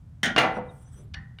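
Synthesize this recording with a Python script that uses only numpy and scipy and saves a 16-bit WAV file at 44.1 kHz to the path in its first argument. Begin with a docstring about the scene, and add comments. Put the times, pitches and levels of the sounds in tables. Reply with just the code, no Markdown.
"""Parts of a portable generator are knocked by hand, close by, over a low outdoor rumble and thin air.
First a small metal part snaps and chatters; then the sheet-metal housing takes a rattling knock. Each
impact excites damped normal modes, and the surroundings return a faint tail. A faint swish of rubbing
sets in and the frame settles with a thud. Squeaks, one far bird chirp and two soft handling bumps pass
during the swish. Last come the light tick of a fitting and a clink of loose metal."""
import sys
import numpy as np
from scipy import signal
from scipy.fft import rfft, irfft
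from scipy.io import wavfile
from scipy.ndimage import uniform_filter1d

SR = 44100
rng = np.random.default_rng(int(sys.argv[2]) if len(sys.argv) > 2 else 0)


def output_pcm(signal):
    """Save a mono or channel-first signal as 16-bit PCM at the path in sys.argv[1].

    Samples are clipped to [-1, 1] before scaling.
    """
    pcm = np.clip(np.atleast_2d(signal).T, -1, 1) * 32767
    wavfile.write(sys.argv[1], SR, np.round(pcm).astype(np.int16))


N = 61739
T = np.arange(N) / SR


def amp(db):
    """Amplitude ratio: a factor of ten per 20 dB."""
    return 10 ** (np.asarray(db) / 20)


def unit(x):
    """Normalisation to rms 1."""
    return x / np.sqrt(np.mean(x ** 2))


def add(out, x, start_s):
    """Superposition of x on out from a given time."""
    i = int(np.clip(start_s * SR, 0, N - 1))
    n = min(len(x), N - i)
    out[i:i + n] += x[:n]


def noise(spectrum, size=65536):
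    """Spectral shaping: white noise takes on a given spectrum, at rms 1."""
    hz, db = np.array(spectrum, float).T
    f = np.maximum(np.fft.rfftfreq(size, 1 / SR), 1)
    gain = amp(np.interp(np.log(f), np.log(hz), db))
    gain /= np.sqrt(1 + (hz[0] / 2 / f) ** 4)  # roll-off below the lowest point
    return unit(irfft(rfft(rng.standard_normal(size)) * gain))


def fade(x, t60, damping, octaves=9):
    """Frequency-dependent damping: t60 [s] holds at 1 kHz, and higher octaves decay faster."""
    t = np.arange(len(x)) / SR
    f = np.maximum(np.fft.rfftfreq(len(x), 1 / SR), 1)
    octave = np.clip(np.log2(f / 62.5), 0, octaves - 1)
    spectrum, out = rfft(x), 0
    for k in range(octaves):
        band = irfft(spectrum * np.maximum(1 - abs(octave - k), 0))
        khz = max(2. ** (k - 4), .5)
        out += band * np.exp(-np.log(1000) * t * khz ** damping / t60)
    return out


def strike(blows, modes, spectrum, clatter_db, crack_db, crack_s, t60, damping, size=32768):
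    """Impact excitation: a brief crack, a clatter of dense weak modes and the ring of the strong ones."""
    out, t = np.zeros(N), np.arange(size) / SR
    ring = sum(amp(db) * np.sin(2 * np.pi * hz * t) * np.exp(-np.log(1000) * t / mode_t60)
               for hz, db, mode_t60 in modes)
    for start, db, cutoff_hz, ring_db in blows:
        crack = amp(crack_db) * noise(spectrum, size) * np.exp(-(t / crack_s) ** 2)
        clatter = amp(clatter_db) * fade(noise(spectrum, size), t60, damping)
        contact = signal.butter(2, cutoff_hz, fs=SR, output="sos")  # softer contact, less treble
        add(out, amp(db) * signal.sosfilt(contact, amp(ring_db) * ring + clatter + crack), start)
    return out


def glide(peak_s, hz, db, half_width_s, hz_per_s, waver_rms_hz=46.2):
    """Frequency modulation: a tone slides and wavers under a Gaussian envelope."""
    t = T - peak_s
    waver = waver_rms_hz * unit(uniform_filter1d(rng.standard_normal(N), size=300))
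    phase = 2 * np.pi * np.cumsum(hz + hz_per_s * t + waver) / SR
    return amp(db) * np.sin(phase) * np.exp(-(t / half_width_s) ** 2)


# Spectrum of the outdoor background (frequency [Hz], relative density [dB])
AIR_SPECTRUM = [(15, -16), (25, -5.5), (130, 0), (293, -23), (344, -33), (754, -36), (1610, -40.5),
                (2550, -49.5), (3250, -48.5), (4370, -52.5), (8140, -54), (10700, -57.5), (16000, -66)]
# Envelope of the rumble (time [s], level [dB])
RUMBLE_ENVELOPE = [(0, -45.5), (0.251, -44.5), (.55, -43.5), (.75, -45), (.88, -47), (1.05, -43),
                   (1.19, -40), (1.32, -47), (1.4, -46.5)]


def outdoors():
    """Ambient noise: the band below 280 Hz swells slowly under steady thin air."""
    air = noise(AIR_SPECTRUM)[:N]
    rumble = signal.sosfiltfilt(signal.butter(2, 280, fs=SR, output="sos"), air)
    times, db = np.array(RUMBLE_ENVELOPE).T
    return rumble * amp(np.interp(T, times, db)) + (air - rumble) * amp(-47)


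# Impacts of the small part (time [s], level [dB], contact cutoff [Hz], ring gain [dB])
PART_IMPACTS = [(.2316, -22.5, 13900, -6.5), (.2445, -29.5, 14000, -13.5), (.2570, -28.5, 12110, -12.5),
                (.2655, -29, 5000, -13.5), (.2810, -31.5, 3000, -13)]
# Its strong modes (frequency [Hz], relative level [dB], T60 [s])
PART_MODES = [(208, -2, 0.43), (277, -6.5, 0.2), (691, -11, .35), (775, -12.5, .3), (1414, -3, 0.38),
              (1496, -6.5, .42), (1810, -8, 0.38), (1791, -2.5, 0.49), (1889, -8.5, .41), (1955, -13, 0.36),
              (2037, -7, 0.29), (2857, -25, 0.25), (3026, 0, 0.18), (3110, -7.5, .3), (3580, -7, 0.24),
              (5330, -17.5, .2), (5529, -12.5, 0.31), (6590, -19.5, .18), (8400, -25.5, .14)]
# Its crack and clatter (frequency [Hz], relative density [dB])
PART_SPECTRUM = [(80, -14.5), (220, -1.5), (480, -15.5), (760, -9.5), (960, -20), (1220, -17.5), (1500, -3),
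                 (2000, 0), (2600, -17), (3150, -4), (4600, -21.5), (5600, -16), (6600, -14.5), (7600, -27),
                 (9000, -19), (10500, -39), (15500, -30)]


def part_snaps():
    """Repeated impact: a small metal part is excited again while it still rings, and chatters."""
    return strike(PART_IMPACTS, PART_MODES, PART_SPECTRUM,
                  clatter_db=1, crack_db=0, crack_s=0.0068, t60=0.34, damping=0.43)


# Impacts on the housing (time [s], level [dB], contact cutoff [Hz], ring gain [dB])
HOUSING_IMPACTS = [(.3630, -23.5, 6020, -6), (.3793, -20.5, 7650, -1), (.3814, -23.5, 7000, -10.5),
                   (.3877, -22.5, 19000, -23), (.3845, -30, 14000, -18.5), (.3965, -31, 9000, -14.5),
                   (.4140, -27, 1500, -10), (.4350, -22.5, 1320, -1.5), (.4430, -27, 1500, -5.5)]
# Its strong modes (frequency [Hz], relative level [dB], T60 [s])
HOUSING_MODES = [(319.2, -9, 0.45), (444, -11, 0.34), (497, -6.5, .34), (642, -5, 0.46), (686.4, -1, 0.53),
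                 (752.6, -11, .5), (767, -3.5, 0.49), (793.5, -6.5, 0.45), (881.5, -9, 0.65),
                 (949, -9, 0.15), (1148, -5, 0.2), (1365.2, -4, 0.43), (1424, -11.5, 0.64), (1834, -28, .3),
                 (2004, -7, 0.48), (1946, -12.5, 0.27), (2357, -12, 0.61), (2690, -8.5, .17),
                 (2809, 5.5, 0.14), (4175, -13, .18)]
# Its crack and clatter (frequency [Hz], relative density [dB])
HOUSING_SPECTRUM = [(70, -24.5), (180, 4.5), (350, -8.5), (720, 2), (1100, -2), (2000, 3), (3000, -2.5),
                    (4200, -10), (5200, -16.5), (6500, -15), (7800, -28), (9600, -18.5), (11000, -37.5),
                    (15000, -28)]


def housing_knock():
    """Plate vibration: a rattle of blows excites the inharmonic modes of the sheet metal."""
    return strike(HOUSING_IMPACTS, HOUSING_MODES, HOUSING_SPECTRUM,
                  clatter_db=-1.5, crack_db=7, crack_s=0.0038, t60=0.45, damping=0.34)


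# Envelope of the rubbing (time [s], level [dB])
SWISH_ENVELOPE = [(.50, -81), (0.577, -62), (.61, -95), (.72, -71), (.78, -67), (.90, -68), (.99, -62.5),
                  (1.05, -80), (1.12, -92)]
# Its spectrum (frequency [Hz], relative density [dB])
SWISH_SPECTRUM = [(1500, 5.5), (2600, -10), (3350, 0.5), (4300, -20), (5400, -6.5), (6000, -4), (7200, -13),
                  (8000, -0.5), (9800, 4), (10500, -42), (15500, -21)]


def swish(flicker_rms_db=1.5):
    """Friction noise: rubbing gives a faint high swish whose level flickers."""
    times, db = np.array(SWISH_ENVELOPE).T
    flicker_db = flicker_rms_db * unit(uniform_filter1d(rng.standard_normal(N), size=900))
    rubbing = (T > times[0]) & (T < times[-1])
    return noise(SWISH_SPECTRUM)[:N] * amp(np.interp(T, times, db) + flicker_db) * rubbing


# Impacts of the settling frame (time [s], level [dB], contact cutoff [Hz], ring gain [dB])
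FRAME_IMPACTS = [(.5600, -40.5, 1850, -15.5), (.5680, -33, 1300, -5), (.5860, -38.5, 950, 2)]
# Its strong modes (frequency [Hz], relative level [dB], T60 [s])
FRAME_MODES = [(202, 5.5, 0.21), (499, 1, 0.37), (605.5, -7, 0.23), (693, 5, 0.24), (928, -4, 0.23)]
# Its crack and clatter (frequency [Hz], relative density [dB])
FRAME_SPECTRUM = [(80, -15), (200, 1), (350, -2.5), (520, -0.5), (900, -1), (1500, -6.5), (2800, -12),
                  (5000, -22), (12000, -49)]


def frame_thud():
    """Soft contact acts as a low-pass filter: the frame settles with a dull thud."""
    return strike(FRAME_IMPACTS, FRAME_MODES, FRAME_SPECTRUM,
                  clatter_db=-3.5, crack_db=6.5, crack_s=0.0095, t60=0.47, damping=0.069)


# Squeaks in the swish (time [s], frequency [Hz], level [dB], half-width [s], glide [Hz/s])
SQUEAK_TONES = [(0.564, 5800, -64, 0.025, -2), (0.827, 9030, -62, 0.0095, 40001.5),
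                (0.871, 5980, -64.5, 0.019, 2998.5), (0.943, 8000, -60, 0.02, 15999),
                (.985, 6010, -62, 0.028, 3), (0.999, 9700, -68, 0.024, 20006)]


def squeaks():
    """Friction tones: a few thin, clear squeaks stand out of the rubbing."""
    return sum(glide(*tone) for tone in SQUEAK_TONES)


def bird_chirp():
    """A falling frequency sweep: one brief call from a far bird."""
    return glide(peak_s=.698, hz=3760, db=-55.5, half_width_s=0.0084, hz_per_s=-6000)


def whistles(count=30, from_s=.72, to_s=1.05, low_hz=7500, high_hz=15200):
    """Random frequency sweeps: weak whistles dot the swish, the higher ones fainter."""
    out = np.zeros(N)
    for when, pitch, slope in rng.random((count, 3)):
        height = pitch ** 2  # favours the low end
        out += glide(from_s + (to_s - from_s) * when, low_hz + (high_hz - low_hz) * height,
                     db=-73 - 5 * height, half_width_s=.017, hz_per_s=14000 * (2 * slope - 1))
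    return out


# Handling bumps (time [s], level [dB], half-width [s])
BUMP_PULSES = [(1, -59.5, 0.037), (1.054, -62.5, 0.046)]


def bumps():
    """Amplitude modulation: smooth pulses of dull noise make the soft bumps of handling."""
    envelope = sum(amp(db) * np.exp(-((T - peak) / width) ** 2) for peak, db, width in BUMP_PULSES)
    spectrum_hz_db = [(200, -14), (380, 9.5), (750, -8.5), (1700, -19), (4000, -25), (12000, -65)]
    return envelope * noise(spectrum_hz_db)[:N]


# Impacts of the fitting (time [s], level [dB], contact cutoff [Hz], ring gain [dB])
FITTING_IMPACTS = [(1.1384, -54, 8820, -15), (1.1420, -44.5, 6940, -1)]
# Its strong modes (frequency [Hz], relative level [dB], T60 [s])
FITTING_MODES = [(790, -11, 0.37), (1020, -21, 0.76), (1494, -13, 0.47), (1720, 3, 0.23), (1890, -4, 0.47),
                 (2060, -7, 0.26), (2900, 3, 0.11), (3580, -6, 0.054), (4300, -15, .22), (4460, -4.5, 0.12),
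                 (5600, -6, 0.12), (9300, -24, 0.16)]
# Crack and clatter of both tick and clink (frequency [Hz], relative density [dB])
LIGHT_METAL_SPECTRUM = [(200, -13), (600, -12), (1200, -22), (1600, 4.5), (3000, 4), (4600, 1),
                        (5800, -6.5), (7000, -15), (9500, -17.5), (11500, -53)]
# The fitting's closely spaced modes (frequency [Hz], relative density [dB])
BEATING_SPECTRUM = [(1350, -15), (1520, -6), (1620, -16), (1760, -1.5), (1880, 1), (2000, -5.5),
                    (2200, -28), (3000, -61)]


def fitting_tick(beating_db=-45, beating_t60=.48):
    """Beating: after a light tick, closely spaced modes interfere as they decay."""
    tick = strike(FITTING_IMPACTS, FITTING_MODES, LIGHT_METAL_SPECTRUM,
                  clatter_db=-6, crack_db=10, crack_s=0.0059, t60=0.54, damping=1.0)
    beating = noise(BEATING_SPECTRUM)[:N] * np.exp(-np.log(1000) * T / beating_t60)
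    add(tick, amp(beating_db) * beating, start_s=FITTING_IMPACTS[-1][0])
    return tick


# Impact of loose metal (time [s], level [dB], contact cutoff [Hz], ring gain [dB])
CLINK_IMPACTS = [(1.3868, -56.5, 4530, 16)]
# Its strong modes (frequency [Hz], relative level [dB], T60 [s])
CLINK_MODES = [(1533, -11, 0.32), (2310, -7, 0.13), (2920, 2.5, 0.026), (3500, -12.5, 0.041),
               (3700, -3.5, .03), (4630, -18.5, 0.092), (9330, -13, 0.14)]


def metal_clink():
    """Free vibration: loose metal, struck once, rings in high, short-lived modes."""
    return strike(CLINK_IMPACTS, CLINK_MODES, LIGHT_METAL_SPECTRUM,
                  clatter_db=4.5, crack_db=-5, crack_s=0.0023, t60=0.12, damping=1.0)


def reflections(x, db=-21):
    """Reverberation: convolution with decaying noise gives the faint tail of the surroundings."""
    tail = fade(rng.standard_normal(32768), t60=0.48, damping=0.24)
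    tail[:SR // 50] = 0  # the first reflection arrives after 20 ms
    tail /= np.sqrt(np.sum(tail ** 2))
    return amp(db) * signal.fftconvolve(x, tail)[:N]


def scene():
    """Superposition at one microphone; the metal parts radiate poorly below 94 Hz."""
    vibration = part_snaps() + housing_knock() + frame_thud() + fitting_tick() + metal_clink()
    knocks = signal.sosfilt(signal.butter(2, 94, "high", fs=SR, output="sos"), vibration)
    tail = reflections(knocks)
    handling = swish() + bumps() + whistles() + squeaks()
    return (knocks + tail + handling + outdoors() + bird_chirp())[None]


def record(dry, low_hz=38, top_hz=15900):
    """Band limiting: filters remove the deepest bass and the highest treble."""
    dry = signal.sosfilt(signal.butter(4, low_hz, "high", fs=SR, output="sos"), dry)
    return signal.sosfilt(signal.ellip(10, .2, 80, top_hz, fs=SR, output="sos"), dry)


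dry = scene()
out = record(dry)
output_pcm(out)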